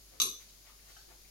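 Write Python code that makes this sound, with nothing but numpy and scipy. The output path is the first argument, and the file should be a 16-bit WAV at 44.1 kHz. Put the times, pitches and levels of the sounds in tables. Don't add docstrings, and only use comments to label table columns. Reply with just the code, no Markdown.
import sys
import numpy as np
from scipy import signal
from scipy.fft import rfft, irfft
from scipy.io import wavfile
from scipy.ndimage import uniform_filter1d

SR = 44100
rng = np.random.default_rng(int(sys.argv[2]) if len(sys.argv) > 2 else 0)


def dump_mix(stems):
    frames = np.atleast_2d(stems).T
    limited = np.clip(frames, -1, 1)
    pcm = np.round(limited * 32767).astype(np.int16)
    wavfile.write(sys.argv[1], SR, pcm)


N = 57330
T, HZ = np.arange(N) / SR, np.fft.rfftfreq(2 * N, 1 / SR)

# start_s [s], level_db [dB, relative], brightness [dB per octave], bowl_share_db [dB]
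CONTACTS = [(0.2001, 1.5, -2.5, -13), (.2162, 0.5, 3.5, -2), (.2192, -5.5, 1, 3)]
# pitch_hz [Hz], level_db [dB], t60_s [s]
STICK_MODES = [(1080, -10, 0.045), (1241.5, -11, .07), (2495, -12, 0.024), (2800, -5, 0.021),
               (3546, -1.5, 0.035), (3900, -2.5, 0.041), (4470, -1, 0.027), (4592, -14, 0.038),
               (5650, -3, 0.016), (6148, 5, 0.017), (6465, -4, 0.018), (8010, -10.5, 0.019),
               (9050, -9, 0.039), (10630, -7, 0.025), (11350, -9.5, 0.068), (13450, -6, 0.031)]
# pitch_hz [Hz], level_db [dB], t60_s [s]
BOWL_MODES = [(3465, -28, 0.082), (3725, -21, 0.26), (4039, -11, .17), (6150, -20, .17), (6050, -18, 0.12),
              (5960, -12, 0.29), (9150, -18, 0.15), (11247, -20.5, 0.11), (13640, -25, .1)]
# frequency_hz [Hz], gain_db [dB]
CONTACT_COLOUR = [(100, -21), (250, -7.5), (480, -10.5), (600, -27), (830, -12), (1030, -7), (1300, -7.5),
                  (1600, -12), (1900, -18), (2300, -2), (2780, -1.5), (3120, -3.5), (3450, 1), (4600, 0),
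                  (5000, 2), (5700, -0.5), (6700, 0.5), (7600, -2), (11000, -4), (14500, -7), (16000, -24)]
CLACK_DB, CRACK_DB = -22, 4.5
CONTACT_RISE_S, CRACK_DECAY_S = 0.00031, 0.0026
PIVOT_HZ = 4500
STICK_RATTLE, BOWL_RATTLE = 0.49, 1
RATTLE_HZ = 63


def clacks():
    out = np.zeros(N)
    octaves = np.log2(np.clip(HZ, 2200, 16000) / PIVOT_HZ)
    rise = 1 - np.exp(-T / CONTACT_RISE_S)
    burst = rise * np.exp(-T / CRACK_DECAY_S)
    for start_s, level_db, brightness, bowl_share_db in CONTACTS:
        crack = np.linalg.norm(burst) * even(rng.standard_normal(N) * burst)
        sticks = ring(STICK_MODES, STICK_RATTLE)
        bowl = amp(bowl_share_db) * ring(BOWL_MODES, BOWL_RATTLE)
        contact = amp(CRACK_DB) * crack + rise * (sticks + bowl)
        contact = colour(contact, read(CONTACT_COLOUR) + brightness * octaves)
        out += amp(level_db) * later(contact, start_s)
    return amp(CLACK_DB) * out


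def ring(modes, rough):
    t, out = T[:N // 4], np.zeros(N)
    smooth = signal.butter(2, RATTLE_HZ, fs=SR)
    for pitch_hz, level_db, t60_s in modes:
        noise = signal.lfilter(*smooth, rng.standard_normal((2, 2 * len(t))))
        in_phase, quadrature = unit(noise[:, len(t):])
        phase = 2 * np.pi * (pitch_hz * t + rng.random())
        partial = (1 + rough * in_phase) * np.cos(phase) + rough * quadrature * np.sin(phase)
        out[:len(t)] += amp(level_db - 60 * t / t60_s) * partial
    return out / np.sqrt(1 + 2 * rough ** 2)


# [dB, relative]
THUD_COLOUR = [(50, -12), (115, -9.5), (170, -12), (250, -1), (320, -2.5), (430, 3), (510, -4.5),
               (580, -18.5), (2000, -40)]
THUD_DB, THUD_RISE_S, THUD_DECAY_S = -50.5, 0.018, 0.051
BOOM_HZ, BOOM_DB = 370, -50.5
BOOM_SPREAD_RAD = 1.16
BOOM_LAG_S, BOOM_WIDTH_S = .074, .036


def push():
    start_s = CONTACTS[0][0]
    envelope = later(swell(THUD_RISE_S, THUD_DECAY_S), start_s)
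    thud = shaped(colour(pair_noise(), read(THUD_COLOUR)), envelope)
    phase = 2 * np.pi * (BOOM_HZ * T + rng.random()) + np.array([[0], [BOOM_SPREAD_RAD]])
    bell = np.exp(-((T - start_s - BOOM_LAG_S) / BOOM_WIDTH_S) ** 2)
    return amp(THUD_DB) * thud + amp(BOOM_DB) * bell * np.sin(phase)


# start_s [s], length_s [s], level_db [dB, relative], centre_hz [Hz], width [octaves]
STROKES = [(0.109, 0.076, -63, 413, 0.95), (0.094, 0.12, -68, 2000, 1.5), (0.393, 0.046, -59, 3470, 1.55),
           (0.483, 0.025, -58.5, 4630, 0.55), (0.643, 0.069, -60.5, 1720, 1.6),
           (0.786, 0.02, -64.5, 2150, .6), (0.85, 0.099, -60, 2500, 2.4), (0.89, .15, -60.5, 4970, 0.47),
           (1.081, 0.058, -61.5, 910, 1.64)]
# start_s [s], level_db [dB, relative], pitch_hz [Hz], decay_s [s]
WET_SQUELCHES = [(0.693, -59, 1080, 0.006), (.960, -60.5, 756, 0.007), (.964, -51.5, 1490, 0.003),
                 (0.962, -61, 3020, 0.0079), (1.078, -59, 357, 0.01), (1.244, -65.5, 2280, 0.015)]
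NOODLES_DB = 0.5
GRAINS_PER_S, GRAIN_SPREAD_DB = 3500, 3
SQUELCH_WIDTH_OCTAVES, SQUELCH_RISE_S = .16, .003


def noodles():
    out = np.zeros(N)
    for start_s, length_s, level_db, centre_hz, width in STROKES:
        sizes = rng.standard_normal(N) * amp(GRAIN_SPREAD_DB * rng.standard_normal(N))
        grains = sizes * (rng.random(N) < GRAINS_PER_S / SR)
        arch = np.sqrt(abs(np.sin(np.pi * np.clip((T - start_s) / length_s, 0, 1))))
        band_db = bump(centre_hz, width) - 10 * np.log10(1 + HZ / centre_hz)
        out += amp(level_db) * shaped(colour(grains, band_db), arch)
    for start_s, level_db, pitch_hz, decay_s in WET_SQUELCHES:
        noise = colour(rng.standard_normal(N), bump(pitch_hz, SQUELCH_WIDTH_OCTAVES))
        out += amp(level_db) * shaped(noise, later(swell(SQUELCH_RISE_S, decay_s), start_s))
    return amp(NOODLES_DB) * out


# frequency_hz [Hz], t60_s [s]
ROOM_DECAY = [(150, 0.6), (500, 0.53), (1300, 0.28), (3700, .37), (6500, 0.3858), (10000, 0.19),
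              (15000, 0.43)]
# frequency_hz [Hz], gain_db [dB]
TAIL_COLOUR = [(150, 2.5), (500, -2), (1300, -0.5), (3700, -4), (6500, -3), (10000, 3.5), (15000, -6)]
# frequency_hz [Hz], left_minus_right_db [dB]
ROOM_LEAN = [(200, -4.5), (380, 1.5), (700, 3.5), (1300, 3.5), (2500, 6), (3600, 0), (6200, 0), (9000, 6),
             (15000, 11)]
ROOM_BUILD_S, NEAR_S = 0.0072, 0.0042
NEAR_DB, DIRECT_DB = 0.5, -7.5


def kitchen(x):
    hz, t, z = signal.stft(pair_noise(), SR, nperseg=256)
    decay = amp(-60 * t / read(ROOM_DECAY, hz)[:, None])
    tail = signal.istft(z * decay, SR, nperseg=256)[1][:, :N]
    tail = tail * (1 - np.exp(-T / ROOM_BUILD_S))
    near = pair_noise() * np.exp(-T / NEAR_S)
    early = near / np.linalg.norm(near, axis=1, keepdims=True) + amp(DIRECT_DB) * (T == 0)
    paths = []
    for first, rest in zip(early, tail):
        path = amp(NEAR_DB) * even(first) + colour(even(rest), read(TAIL_COLOUR))
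        paths.append(even(path))
    heard = signal.fftconvolve(x[None], np.array(paths), axes=1)[:, :N]
    return lean(heard, read(ROOM_LEAN))


# [dB per Hz, relative]
HISS_COLOUR = [(20, 6.5), (70, -0.5), (130, -0.5), (220, -2.5), (400, -6), (600, -4.5), (1000, -10),
               (1800, -8.5), (3200, -6), (4700, -0.5), (5800, -2.5), (6950, -0.5), (7500, -10),
               (9000, -8.5), (11200, -4.5), (14000, -11), (16000, -12.5)]
# frequency_hz [Hz], left_minus_right_db [dB]
HISS_TILT = [(60, -7.5), (300, 0), (1000, 4), (4000, 0.5), (8000, 3), (15000, 13)]
# [dB rms, before waver and tilt]
HUM_PARTIALS = [(49.7, -64.5), (100.5, -81.5), (394, -82)]
HISS_DB = -59
HUM_LEAN_DB, HUM_WAVER = -1, 0.11


def background():
    hiss = lean(unit(colour(pair_noise(), read(HISS_COLOUR))), read(HISS_TILT))
    hum = np.zeros(N)
    for pitch_hz, level_db in HUM_PARTIALS:
        hum += amp(level_db) * unit(np.sin(2 * np.pi * (pitch_hz * T + rng.random())))
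    hum = hum * (1 + HUM_WAVER * waver(rate_hz=4.2))
    return amp(HISS_DB) * hiss + hum * amp([[HUM_LEAN_DB / 2], [-HUM_LEAN_DB / 2]])


def waver(rate_hz):
    noise = rfft(rng.standard_normal(2 * N))
    return unit(irfft(noise / (1 + (HZ / rate_hz) ** 4))[:N])


# frequency_hz [Hz], correlation [-1 to 1]
LIKENESS = [(40, 0.82), (140, 0.98), (280, 0.66), (500, 0.23), (3000, -0.031), (15000, 0.1)]


def pair_noise():
    a, b = rfft(rng.standard_normal((2, 2 * N)))
    alike = np.clip(read(LIKENESS), -1, 1)
    return irfft(np.array([a, alike * a + np.sqrt(1 - alike ** 2) * b]))[:, :N]


def colour(x, db):
    cepstrum = irfft(np.log(amp(np.maximum(db, -100))))
    cepstrum[1:N] *= 2
    cepstrum[N + 1:] = 0
    return irfft(rfft(x, 2 * N) * np.exp(rfft(cepstrum)))[..., :N]


def even(x):
    smoothing_hz = 220
    power = uniform_filter1d(abs(rfft(x, 2 * N)) ** 2, size=round(smoothing_hz / HZ[1]))
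    return colour(x, -10 * np.log10(abs(power) + 1e-12))


def lean(pair, db):
    return np.array([colour(pair[0], db / 2), colour(pair[1], -db / 2)])


def bump(centre_hz, octaves):
    return np.maximum(-4.3 * (np.log2((HZ + 1) / centre_hz) / octaves) ** 2, -60)


def swell(rise_s, decay_s):
    shape = (1 - np.exp(-T / rise_s)) ** 2 * np.exp(-T / decay_s)
    return shape / shape.max()


def shaped(noise, envelope):
    return unit(noise * envelope) * np.sqrt(np.mean(envelope ** 2))


def later(x, s):
    return np.concatenate([np.zeros(max(round(s * SR), 0)), x])[:N]


def read(points, hz=HZ):
    f, value = np.transpose(points)
    return np.interp(np.log(hz + 1), np.log(f + 1), value)


def amp(db):
    return 10 ** (np.asarray(db) / 20)


def unit(x):
    return x / np.sqrt(np.mean(x ** 2) + 1e-20)


def scene():
    return kitchen(clacks() + noodles()) + push() + background()


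def record(dry):
    edge_hz = 15950
    low_pass = signal.firwin(511, edge_hz, window=("kaiser", 9), fs=SR)
    return signal.oaconvolve(dry, low_pass[None], "same")


dry = scene()
out = record(dry)
dump_mix(out)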